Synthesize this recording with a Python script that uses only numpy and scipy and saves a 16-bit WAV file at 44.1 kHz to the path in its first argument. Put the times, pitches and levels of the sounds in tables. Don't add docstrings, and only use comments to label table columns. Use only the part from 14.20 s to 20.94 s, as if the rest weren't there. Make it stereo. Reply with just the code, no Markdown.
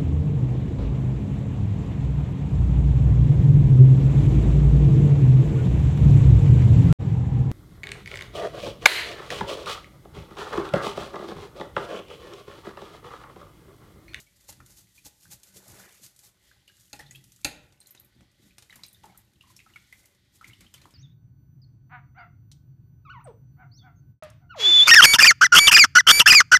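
import sys
import numpy as np
from scipy import signal
from scipy.fft import rfft, irfft, next_fast_len
from scipy.io import wavfile

SR = 44100
rng = np.random.default_rng(int(sys.argv[2]) if len(sys.argv) > 2 else 0)


def waveform_to_disk(signal):
    frames = np.transpose(np.atleast_2d(signal))
    scaled = np.clip(frames, -1, 1) * 32767
    samples = np.round(scaled).astype(np.int16)
    wavfile.write(sys.argv[1], SR, samples)


N = 297189
TIME = np.arange(N) / SR
AIR_DB = -72
LOW_HZ, TOP_HZ = 36, 15300
DRAIN_START_S = 2.2

# (frequency [Hz], density [dB per Hz])
AIR_SPECTRUM = [(20, -27), (50, 8.5), (110, -10), (200, -9.5), (400, -29), (800, -31), (1400, -21),
                (1700, -15), (1950, -4), (2250, -15), (2600, -15.5), (3300, -6.5), (4500, -9.5),
                (8000, -25), (15000, -36)]
# (frequency [Hz], t60 [s])
ROOM_T60 = [(125, 0.59), (700, 0.57), (2500, 0.48), (6000, 0.32), (14000, 0.21)]
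# (frequency [Hz], level [dB])
ROOM_COLOUR = [(80, 2), (250, 0), (520, 2), (1200, 0.5), (2400, 1.5), (4400, 0.5), (6600, -3.5), (9000, 0),
               (14000, 0)]
# (frequency [Hz], density [dB per Hz])
THUD_SPECTRUM = [(20, -45), (35, -11), (55, -4), (100, -1), (128, 2.5), (155, -10.5), (190, -2), (240, -13),
                 (340, -10.5), (550, -33), (1000, -40.5)]
# (time [s], level [dB], half length [s])
SWAYS = [(0.4, -55, 0.032), (0.6, -62, 0.06), (1.09, -56.5, 0.011), (1.53, -55.5, 0.032),
         (2.93, -56, 0.072), (3.47, -60.5, 0.06), (3.84, -63.5, 0.044), (4.02, -60, 0.026),
         (4.27, -62.5, 0.041), (4.62, -63.5, 0.039), (4.9, -56, 0.036), (5.2, -61, 0.19),
         (5.52, -63.5, 0.049), (5.81, -64.5, 0.042), (6.28, -59.5, 0.044), (6.43, -56, 0.031),
         (6.63, -58, 0.072)]
# (time [s], pitch [Hz], peak [dB], half length [s])
BOBS = [(0.418, 130, -62, 0.031), (1.09, 165, -58, 0.014), (1.392, 190, -60, 0.031),
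        (1.508, 125, -53, 0.0087), (1.605, 190, -62.5, 0.028), (2.862, 142, -55, 0.03),
        (2.962, 134, -56.5, 0.037)]
# (time [s], level [dB], middle frequency [Hz], decay [s])
BUMPS = [(0.4, -52.5, 302, 0.013), (1.357, -53, 420, .035), (1.48, -57, 420, .04), (1.812, -55, 200, .025),
         (3.956, -51.5, 237, 0.015), (4.014, -52, 253, 0.016), (4.187, -60, 307, 0.024),
         (4.224, -56, 200, 0.05), (4.255, -55, 232, 0.027), (4.555, -59, 283, .025),
         (4.84, -55.5, 380, .025), (6.406, -61, 298, .025), (6.655, -54.5, 380, .02)]
# (frequency [Hz], width [Hz], level [dB])
TUB_MODES = [(385.5, 22, 4.5), (583, 14.5, -3.5), (800, 67, -11), (1504, 35, -1), (1697, 11, -3.5),
             (2070, 250, -0.5), (2320, 220, -12)]
# (time [s], length [s], level [dB], middle bubble pitch [Hz])
DRIBBLES = [(4.5, 0.13, -58, 2080), (4.834, 0.067, -59.5, 1300), (4.9, 0.11, -61.5, 1430),
            (5.235, .11, -69.5, 1310), (5.459, 0.1, -61, 1810), (6.21, .14, -59, 2380),
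            (6.402, 0.055, -59.5, 1910), (6.54, 0.11, -56.5, 2520)]
# (frequency [Hz], density [dB per Hz])
CHURN_SPECTRUM = [(150, 15.5), (600, -7.5), (900, 1.5), (1300, 3), (2200, -3.5), (3500, -6), (8000, -12)]
# (time [s], level [dB], bubble pitch [Hz])
GUSH = [(1.4, -84, 1300), (1.499, -62, 1590), (1.61, -58, 1790), (1.68, -57.5, 2310), (1.76, -63, 2660),
        (1.851, -77, 2920)]
# (time [s], level [dB], tilt [dB per octave])
SPLATS = [(0.288, -39, -3), (0.325, -40, -3), (0.461, -42.5, 1.5), (1.2325, -39, 1.5), (1.48, -41, 4),
          (1.862, -38, 0.5), (1.962, -46, 3), (1.9901, -42, 1), (2.4761, -53.5, 1), (2.762, -46, -4),
          (2.792, -39.5, -2), (2.807, -42, -5.5), (2.91, -53.5, -11), (2.956, -44.5, 12.5),
          (3.04, -45, 0.5), (3.1194, -45.5, -0.5), (3.161, -48, -0.5), (3.523, -51, -5), (3.6697, -43.5, 9),
          (3.7485, -44.5, -5), (3.847, -45, 25), (4.007, -51, -8), (4.382, -37.5, -3.5), (4.423, -41.5, -4),
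          (4.5564, -39, 10), (4.56, -44.5, -6), (4.6341, -41.5, -3), (4.663, -41, 26), (4.729, -42, 18),
          (4.8344, -45, -8), (4.855, -47, 1), (4.975, -40, 14), (5.3642, -42.5, 2), (5.725, -48, 10),
          (5.8555, -46.5, 4), (6.407, -42, -3), (6.5398, -36.5, -2.5), (6.6155, -46, -6), (6.654, -47, -12),
          (6.7065, -51.5, -3)]
# (frequency [Hz], density [dB per Hz])
SPLASH_SPECTRUM = [(200, -3), (800, -7), (2000, 0), (4200, 6.5), (7000, 10), (10000, 7.5), (12500, 7.5),
                   (15500, -12)]
# (time [s], pitch [Hz], peak [dB], left minus right [dB], t60 [s])
PLINKS = [(0.066, 2280, -55, -1, 0.059), (0.29, 900, -47.5, -7, 0.034), (0.402, 1365, -39.5, 7, 0.013),
          (0.67, 2030, -53, -3, 0.01), (0.7787, 2475, -43.5, -2, 0.023), (1.054, 1560, -46.5, -1, 0.011),
          (1.598, 1470, -43.5, 6, 0.016), (1.636, 1650, -45, -5, 0.016), (2.313, 1590, -47.5, 1, 0.015),
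          (2.4781, 2900, -40, -1, 0.013), (2.4965, 1610, -51, 2, 0.021), (2.7905, 5260, -44, 0, 0.016),
          (2.792, 830, -43.5, 0, 0.055), (2.7945, 1846, -37, -4, 0.024), (2.801, 1934, -36.5, 5, 0.016),
          (2.829, 3360, -52, 2, .015), (2.8625, 3560, -49, 5, 0.019), (2.866, 4100, -51, 5, .016),
          (2.882, 3670, -55, 6, 0.018), (2.909, 6800, -36, -3, 0.012), (2.9095, 1974, -44, 5, 0.032),
          (2.9105, 8060, -42.5, 1, .014), (2.913, 2560, -54, 2, .018), (2.948, 2620, -42.5, 13, 0.029),
          (2.9495, 3220, -45, 14, .014), (2.956, 3273, -41.5, -3, 0.024), (2.957, 2750, -45.5, 13, 0.008),
          (3.23, 2330, -56, 0, 0.0063), (3.602, 8670, -41, -3, 0.022), (3.6125, 4180, -45.5, 3, 0.017),
          (3.659, 4230, -47, 2, 0.012), (3.671, 7160, -44.5, 5, .012), (3.7068, 12100, -38, 4, 0.016),
          (3.7747, 3860, -45.5, 2, 0.015), (3.7979, 11950, -39, 8.5, 0.0084), (4.307, 2460, -49, -3, 0.012),
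          (4.4969, 2030, -41.5, -3, 0.014), (4.5052, 3920, -43, 14, .014), (4.526, 1950, -37, 6, 0.0077),
          (4.53, 2950, -43, 4, 0.0092), (4.562, 1100, -53.5, 0, .014), (4.59, 976, -52.5, -9, .02),
          (4.594, 2130, -50.5, -7, .02), (4.6343, 4030, -32, 31, 0.01), (4.6348, 4885, -35, 3, 0.016),
          (4.639, 5360, -46, 9, 0.016), (4.649, 2350, -47, 4, .012), (4.6817, 8770, -43, 16, 0.012),
          (4.745, 3670, -46.5, 18, 0.019), (4.84, 883, -39, -5, 0.038), (4.8601, 833, -43.5, 1, 0.033),
          (4.897, 803, -52, -3, .03), (4.921, 720, -55, -11, 0.022), (4.898, 2180, -54, 5, .015),
          (4.946, 1340, -53, 8, 0.017), (4.956, 1600, -64, 3, 0.017), (4.985, 2000, -56, 5, 0.0097),
          (5.209, 2780, -41, 12, 0.011), (5.236, 1102, -53.5, -1, 0.046), (5.255, 2070, -59, 6, 0.012),
          (5.27, 1000, -57, -3, .025), (5.3002, 1025, -51.5, -4, 0.042), (5.302, 2270, -59, 0, 0.01),
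          (5.3638, 5380, -40, -1, 0.012), (5.391, 2510, -40, 5, 0.0067), (5.401, 2170, -43, 3, 0.01),
          (5.4618, 1320, -46, 6, .02), (5.5, 2050, -56, -1, .015), (5.536, 2880, -47.5, 18, .015),
          (5.558, 2257, -37.5, 2, 0.035), (5.559, 1443, -41, 7, 0.02), (5.725, 2038, -37, 2, 0.025),
          (5.841, 2080, -52.5, 4, .018), (6.2112, 1340, -39, 3, 0.013), (6.226, 1350, -43, 0, .018),
          (6.2432, 2164, -34.5, 7, 0.016), (6.268, 1990, -48, 4, .018), (6.297, 2160, -43, 4, 0.024),
          (6.332, 3003, -41, 13, 0.021), (6.411, 2220, -48, -2, .014), (6.464, 3050, -46, 9, 0.022),
          (6.5428, 3040, -43, 9, 0.024), (6.556, 3250, -53, 9, .016), (6.577, 2280, -50.5, 9, 0.021),
          (6.618, 4150, -48, 9, .01), (6.655, 1020, -40.5, -9, 0.01)]
# (multiple of the pitch, density [dB per Hz])
PLOP_SPECTRUM = [(.5, -20), (.9, -5), (1.12, 0), (1.5, -10), (3, -26), (8, -38)]
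WASH_SPECTRUM = [(.33, -24), (.88, -11), (1, 0), (1.2, -8), (3, -26)]
# (time [s], level [dB], extra level of thump and low modes [dB], left minus right [dB])
KNOCKS = [(0.2865, -32.5, 3, -6), (0.8545, -32, 5.5, -4), (1.1221, -33.5, -2, 3), (2.7299, -19, 0, 6.5),
          (2.7935, -36.5, 12, 2.5), (3.2463, -1.5, -3, 7)]
# (frequency [Hz], level [dB], t60 [s])
KNOCK_MODES = [(79, -7, 0.1), (155, -7, 0.21), (298.4, -2, 0.1), (547, -0.5, 0.047), (594, -2.5, 0.11),
               (825, 3, 0.086), (1386, 0, 0.045), (1910, -9.5, 0.11), (2160, -7, .08), (2396, -2, 0.1),
               (2675, 11, 0.029), (3300, -13, .08), (3780, 7.5, 0.027), (4114, 12, 0.028),
               (4490, 13, 0.023), (5040, 7, 0.024), (5860, 3, 0.0091), (6220, 11, .014),
               (6710, 12.5, 0.012), (7560, 6.5, 0.012), (8930, 0.5, .025), (11250, 2, 0.0243),
               (11740, -3, 0.016)]
# (frequency [Hz], density [dB per Hz])
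CRACK_SPECTRUM = [(200, -5), (700, -7.5), (1100, -15.5), (2500, 0), (4200, -8), (5400, -21), (6600, 6),
                  (8300, -7.5), (11500, -4), (15000, -20)]
CLATTER_SPECTRUM = [(150, 3), (550, 2), (1100, -1.5), (1500, 5), (2400, 8.5), (3200, -1), (4300, -24),
                    (5400, -10), (6700, -2.5), (8500, 1.5), (12000, -1), (15000, -17)]
THUMP_SPECTRUM = [(30, -6), (70, 7.5), (130, 0), (200, -11.5), (300, -7), (410, -9), (520, 3.5), (690, -15),
                  (820, 0.5), (1050, -20), (4000, -46.5)]
# (time [s], hiss [dB], wet squelch [dB])
SLIDE = [(0.1, -69, -79), (0.5, -67, -76), (0.8, -67, -107), (1.28, -65.5, -70), (1.45, -60, -70),
         (1.62, -60.5, -60), (1.76, -57.5, -79), (2.02, -70, -78), (2.16, -76.5, -76), (2.45, -74.5, -77.5),
         (2.8, -69, -100), (3.2, -66.5, -95), (3.45, -73.5, -74.5), (3.78, -73.5, -72),
         (4.12, -81.5, -78.5), (4.54, -67, -76.5), (5.12, -75.5, -76.5), (5.45, -69, -85.5),
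         (5.9, -71, -70.5), (6.04, -82, -81.5), (6.3, -72, -81), (6.74, -71, -75)]
# (time [s], peak [dB], half length [s])
SWISHES = [(0.0, -48.5, 0.013), (0.297, -44, 0.0074), (0.167, -60, 0.0075), (0.225, -59.5, 0.018),
           (0.514, -54.5, 0.018), (0.587, -49, 0.014), (0.768, -55.5, 0.014), (0.865, -40.5, 0.006),
           (1.036, -56.5, 0.02), (1.127, -39, 0.0076), (1.285, -56.5, 0.015), (1.37, -44, 0.0093),
           (1.5, -51.5, 0.033), (1.604, -48.5, 0.019), (1.843, -42.5, 0.0082), (2.055, -52, 0.018),
           (2.274, -62.5, 0.026), (2.612, -60, 0.047), (2.755, -55, 0.0065), (3.214, -57, 0.0036),
           (4.259, -65, 0.036), (5.306, -58, 0.012), (5.79, -61, 0.03), (6.157, -55.5, 0.0089),
           (6.282, -52.5, 0.0059)]
# (frequency [Hz], density [dB per Hz])
MESH_SPECTRUM = [(300, -22.5), (800, -9), (1100, -10), (2500, -9.5), (4200, 0), (5300, -1), (6800, 3.5),
                 (9500, -2.5), (12500, 1), (15500, -13.5)]
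SQUELCH_SPECTRUM = [(200, 5), (400, 3.5), (600, 10.5), (800, -13), (1050, 4), (1500, 4), (2100, 2.5),
                    (3500, 1.5), (6000, -33.5)]


def undb(db):
    return 10 ** (np.asarray(db) / 20)


def unit(x):
    return x / np.sqrt(np.mean(x ** 2))


def curve(rows, axis):
    rows = np.array(rows)
    return np.interp(TIME, rows[:, 0], rows[:, axis])


def at_pitch(points, hz):
    f, value = np.transpose(points)
    return np.interp(np.log(hz + 1), np.log(f), value)


def noise(spectrum, size, tilt_db=0):
    n = next_fast_len(size)
    hz = np.fft.rfftfreq(n, 1 / SR)
    mid, side = rfft(rng.standard_normal((2, n)))
    alike = 0.88 / (1 + (hz / 380) ** 2)
    opposite = np.array([[1], [-1]])
    pair = mid * np.sqrt(1 + alike) + opposite * side * np.sqrt(1 - alike)
    colour_db = at_pitch(spectrum, hz) + tilt_db * np.log2(np.maximum(hz, 800) / 4000)
    return unit(irfft(pair * undb(colour_db), n)[:, :size])


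def walk(rate):
    knots = rng.standard_normal(int(N / SR * rate) + 2)
    return unit(np.interp(TIME * rate, np.arange(len(knots)), knots))


def pan(db):
    return unit(undb(np.array([[db], [-db]]) / 2))


def add(out, s, sound):
    i = max(int(s * SR), 0)
    out[:, i:i + sound.shape[1]] += sound[:, :max(N - i, 0)]


def swells(rows, sharpness=1.11):
    power = np.zeros(N)
    for s, db, length in rows:
        near = slice(*np.searchsorted(TIME, [s - 10 * length, s + 10 * length]))
        power[near] += undb(db) ** 2 * np.exp(-np.abs((TIME[near] - s) / length) ** sharpness)
    return power


def bubble(hz, t60, rise=0.0016, glide=0.99, size=2048):
    t = np.arange(size) / SR
    swell = (1 - np.exp(-t / rise)) ** 2 * np.exp(-np.log(1000) * t / t60)
    wobble = 0.3 * np.cumsum(rng.standard_normal(size)) * np.sqrt(hz / SR)
    phase = 2 * np.pi * hz * (t + glide * (t ** 2 / 2 - t * t60 / 6)) + wobble
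    lag = rng.uniform(1.29, 2.26) * np.sign(rng.standard_normal()) * min(hz / 1200, 1)
    return swell / swell.max() * np.sin(phase + np.array([[0], [lag]]))


def drain_times(count):
    drained = np.cumsum(undb(curve(SLIDE, axis=1)) * (TIME > DRAIN_START_S))
    return np.interp(rng.random(count), drained / drained[-1], TIME)


def air(waver_db=4.2):
    return undb(AIR_DB + waver_db * walk(7)) * noise(AIR_SPECTRUM, size=N)


def echoes(tail_db, early_db=-10, early_decay=0.0096):
    t = np.arange(32768) / SR
    hz = np.fft.rfftfreq(len(t), 1 / SR)
    edges = [0, 250, 500, 1000, 2000, 4000, 8000, 12000, SR]
    white = rfft(noise(ROOM_COLOUR, size=len(t)))
    tail = 0
    for lo, hi in zip(edges, edges[1:]):
        t60 = at_pitch(ROOM_T60, (lo + hi) / 2)
        band = irfft(white * ((hz >= lo) & (hz < hi)))
        tail = tail + band * np.exp(-np.log(1000) * t / t60)
    tail = tail * np.clip(t / 0.0013 - 0.5, 0, 1)
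    early = noise(ROOM_COLOUR, size=len(t)) * np.exp(-t / early_decay) * (t > 0.003)
    return (undb(early_db) * unit(early) + undb(tail_db) * unit(tail)) / np.sqrt(len(t))


def kitchen(dry, tail_db):
    wet = sum(signal.fftconvolve(side[None], echoes(tail_db), axes=1)[:, :N] for side in dry)
    return dry + wet / np.sqrt(2)


def handling(landing_db=-14, landing_s=0.014, lag_s=0.0082, hold_db=-71, flutter_db=2.0):
    landings = swells([(s + lag_s, db + landing_db, landing_s) for s, db, _ in SWISHES])
    weight = np.sqrt(landings + swells(SWAYS) + undb(hold_db) ** 2)
    return noise(THUD_SPECTRUM, size=N) * weight * undb(flutter_db * walk(30)) * pan(5.5)


def bobbing(level_db=0, side_db=3):
    hum = np.zeros(N)
    for s, hz, db, length in BOBS:
        swell = np.sqrt(2 * swells([(s, db, length)]))
        hum += swell * np.sin(2 * np.pi * (hz * TIME + rng.random()))
    return undb(level_db) * pan(side_db) * hum


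def bumps(level_db=0, rise=0.0063):
    out, t = np.zeros((2, N)), np.arange(8192) / SR
    for s, db, hz, decay in BUMPS:
        spectrum = [(hz / 3, -14), (hz, 0), (hz * 1.18, -4), (hz * 2, -22), (hz * 8, -40), (hz * 20, -65)]
        shape = (1 - np.exp(-t / rise)) * np.exp(-t / decay)
        add(out, s, undb(db + level_db) * pan(2.2) * noise(spectrum, size=len(t)) * shape)
    return out


def trickle(level_db=-62, spread_db=2.0, centre_hz=3600, t60=0.006, count=170):
    out = np.zeros((2, N))
    for when, (pitch, size, side) in zip(drain_times(count), rng.standard_normal((count, 3))):
        hz = np.clip(centre_hz * 2 ** (0.9 * pitch), 800, 13000)
        gain = undb(level_db + spread_db * size) * pan(3 + 4 * side)
        add(out, when, gain * bubble(hz, t60, size=512))
    return out


def dribbles(level_db=-4, octaves=0.655, spread_db=4.0, churn_db=-6, t60=0.009, count=26):
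    runs = [(s + length / 2, db + churn_db, length / 2) for s, length, db, _ in DRIBBLES]
    out = noise(CHURN_SPECTRUM, size=N) * np.sqrt(swells(runs, sharpness=3.5))
    for s, length, db, centre_hz in DRIBBLES:
        for when, (pitch, size, side) in zip(rng.random(count), rng.standard_normal((count, 3))):
            hz = np.clip(centre_hz * 2 ** (octaves * pitch), 600, 9000)
            gain = undb(db + level_db + spread_db * size) * pan(2 + 3 * side)
            add(out, s + length * when, gain * bubble(hz, t60, size=512))
    return out


def gush(level_db=2.0, octaves=0.355, spread_db=-0.5, t60=0.014,
         glug_db=-58, glug_hz=680, glug_s=1.54, glug_spread_s=0.085, count=170):
    out = np.zeros((2, N))
    times, levels, pitches = np.transpose(GUSH)
    moments = np.linspace(times[0], times[-1], count)
    for s, (pitch, size, side) in zip(moments, rng.standard_normal((count, 3))):
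        hz = np.interp(s, times, pitches) * 2 ** (octaves * pitch)
        db = np.interp(s, times, levels) + level_db + spread_db * size
        add(out, s + rng.uniform(0, 0.005), undb(db) * pan(3 * side) * bubble(hz, t60))
    for when, pitch, side in rng.standard_normal((count // 2, 3)):
        glug = bubble(glug_hz * 2 ** (0.7 * pitch), t60)
        add(out, glug_s + glug_spread_s * when, undb(glug_db) * pan(3 * side) * glug)
    return out


def small_splats(impact_db=-14, impact_tilt_db=-3, level_db=-53, count=24):
    impacts = [(s, db + impact_db, impact_tilt_db) for s, _, db, _, _ in PLINKS]
    draws = zip(drain_times(count), rng.random((count, 2)))
    strays = [(s, level_db - 10 * size, 10 * (tilt - 0.5)) for s, (size, tilt) in draws]
    return impacts + strays


def splats(level_db=-0.5, decay=0.0028, spray_db=-15, spray_decay=0.024, side_db=0.5):
    out, t = np.zeros((2, N)), np.arange(2048) / SR
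    fall = np.exp(-t / decay) + undb(spray_db) * np.exp(-t / spray_decay)
    shape = (1 - np.exp(-t / 0.00086)) * fall
    for s, db, tilt_db in SPLATS + small_splats():
        burst = shape * noise(SPLASH_SPECTRUM, size=len(t), tilt_db=tilt_db)
        add(out, s, undb(db + level_db) * pan(side_db) * burst)
    return out


def plinks(level_db=-1, plop_db=-9, plop_decay=0.0026, wash_db=-13, wash_decay=0.013,
           satellite_db=-13, scatter_s=0.04, count=9):
    out, t = np.zeros((2, N)), np.arange(4096) / SR
    plop = undb(plop_db) * (1 - np.exp(-t / 0.0015)) * np.exp(-t / plop_decay)
    wash = undb(wash_db) * (1 - np.exp(-t / 0.004)) * np.exp(-t / wash_decay)
    for s, hz, db, side_db, life in PLINKS:
        add(out, s, undb(db + level_db) * pan(side_db) * bubble(hz, life))
        for spectrum, shape in ((PLOP_SPECTRUM, plop), (WASH_SPECTRUM, wash)):
            around_pitch = np.array(spectrum) * [hz, 1]
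            add(out, s, undb(db) * pan(side_db / 2) * shape * noise(around_pitch, size=len(t)))
        for delay, pitch, size in rng.random((count, 3)):
            droplet = bubble(min(hz * 2 ** (1.3 * pitch - 0.4), 14000), life / 3, size=1024)
            gain = undb(db + satellite_db - 10 * size - 6.7 * delay)
            add(out, s + 0.002 + scatter_s * delay, gain * droplet)
    return out


def knock_ring(t, weight_db, side_db, build_cycles=3, build_s=0.0042, chatter=0.38):
    ring = 0
    for hz, mode_db, t60 in KNOCK_MODES:
        apart = min(hz / 2500, 1)
        phase = rng.uniform(0, 2 * np.pi) + np.array([[0], [1.42 * apart]])
        build = (1 - np.exp(-t / min(build_cycles / hz, build_s))) ** 2
        fade = build * np.exp(-np.log(1000) * t / t60)
        gain = undb(mode_db + weight_db * (hz < 1000)) * pan(side_db * apart ** 2)
        jolts = chatter * np.cumsum(rng.standard_normal(len(t))) * np.sqrt(min(hz, 3000) / SR)
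        ring = ring + gain * fade * np.sin(2 * np.pi * hz * t + phase + jolts)
    return ring


def knocks(crack_db=-16.0, crack_decay=0.0024, bounce_db=-6, bounce_s=0.0044,
           clatter_db=-29.5, clatter_rise=0.00395, clatter_decay=0.022,
           ring_db=-27, thump_db=-27, thump_s=0.0052):
    out, t = np.zeros((2, N)), np.arange(16384) / SR
    attack = 1 - np.exp(-t / 0.0006)
    rebound = undb(bounce_db) * (t > bounce_s) * np.exp(-np.abs(t - bounce_s) / crack_decay)
    snap = attack * (np.exp(-t / crack_decay) + rebound)
    rattle = (1 - np.exp(-t / clatter_rise)) * np.exp(-t / clatter_decay)
    heave = t / thump_s * np.exp(1 - t / thump_s)
    for s, db, weight_db, side_db in KNOCKS:
        crack = undb(crack_db) * pan(side_db) * noise(CRACK_SPECTRUM, size=len(t)) * snap
        clatter = undb(clatter_db) * noise(CLATTER_SPECTRUM, size=len(t)) * rattle
        thump = undb(thump_db + weight_db) * noise(THUMP_SPECTRUM, size=len(t)) * heave
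        ring = undb(ring_db) * knock_ring(t, weight_db, side_db)
        add(out, s, undb(db) * (crack + clatter + thump + ring))
    return out


def crackle(spectrum, rate, spread_db):
    draws = rng.random((int(rate * N / SR), 4))
    size = undb(-spread_db * np.log(np.maximum(draws[:, 1], 0.02)))
    clicks = np.zeros((2, N))
    clicks[:, (draws[:, 0] * N).astype(int)] = size * (draws[:, 2:].T - 0.5)
    grain = noise(spectrum, size=256) * np.exp(-np.arange(256) / SR / 0.00027)
    return unit(signal.fftconvolve(clicks, grain, axes=1)[:, :N])


def froth(centre_hz=1400, octaves=0.82, cycles=11, spread_db=2.5, count=1800):
    out = np.zeros((2, N))
    moments = rng.uniform(0, N / SR, count)
    for when, (pitch, size, side) in zip(moments, rng.standard_normal((count, 3))):
        hz = np.clip(centre_hz * 2 ** (octaves * pitch), 400, 9000)
        t60 = min(cycles / hz, 0.013)
        add(out, when, undb(spread_db * size) * pan(5 * side) * bubble(hz, t60, size=512))
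    return unit(out)


def in_tub(x, ring_db=5):
    ring = 0
    for hz, width, db in TUB_MODES:
        ring = ring + undb(db) * signal.lfilter(*signal.iirpeak(hz, hz / width, fs=SR), x)
    return unit(x + undb(ring_db) * ring)


def sieve(grain_db=-5, swish_db=0, slide_db=1.0, squelch_db=-2, froth_db=-1,
          flicker_db=1.5, squeeze_db=-20, seep_db=3):
    tosses = undb(swish_db) ** 2 * swells(SWISHES)
    drag = np.sqrt(tosses + undb(curve(SLIDE, axis=1) + slide_db) ** 2)
    grain = crackle(MESH_SPECTRUM, rate=640, spread_db=3.0)
    hiss = unit(noise(MESH_SPECTRUM, size=N) + undb(grain_db) * grain)
    flow = undb(curve(SLIDE, axis=2) + seep_db) + undb(squeeze_db) * np.sqrt(tosses)
    liquid = noise(SQUELCH_SPECTRUM, size=N) + undb(froth_db) * froth()
    wet = undb(squelch_db) * in_tub(liquid)
    return (drag * hiss + flow * wet) * undb(flicker_db * walk(110))


def scene():
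    in_the_open = kitchen(sieve() + splats() + knocks(), tail_db=-10.0)
    at_the_tub = kitchen(gush() + plinks() + dribbles() + trickle(), tail_db=-13.0)
    return in_the_open + at_the_tub + handling() + bobbing() + bumps() + air()


def record(dry):
    high_pass = signal.butter(3, LOW_HZ, "high", fs=SR, output="sos")
    low_pass = signal.ellip(8, 0.2, 70, TOP_HZ, fs=SR, output="sos")
    return signal.sosfilt(low_pass, signal.sosfilt(high_pass, dry))


dry = scene()
out = record(dry)
waveform_to_disk(out)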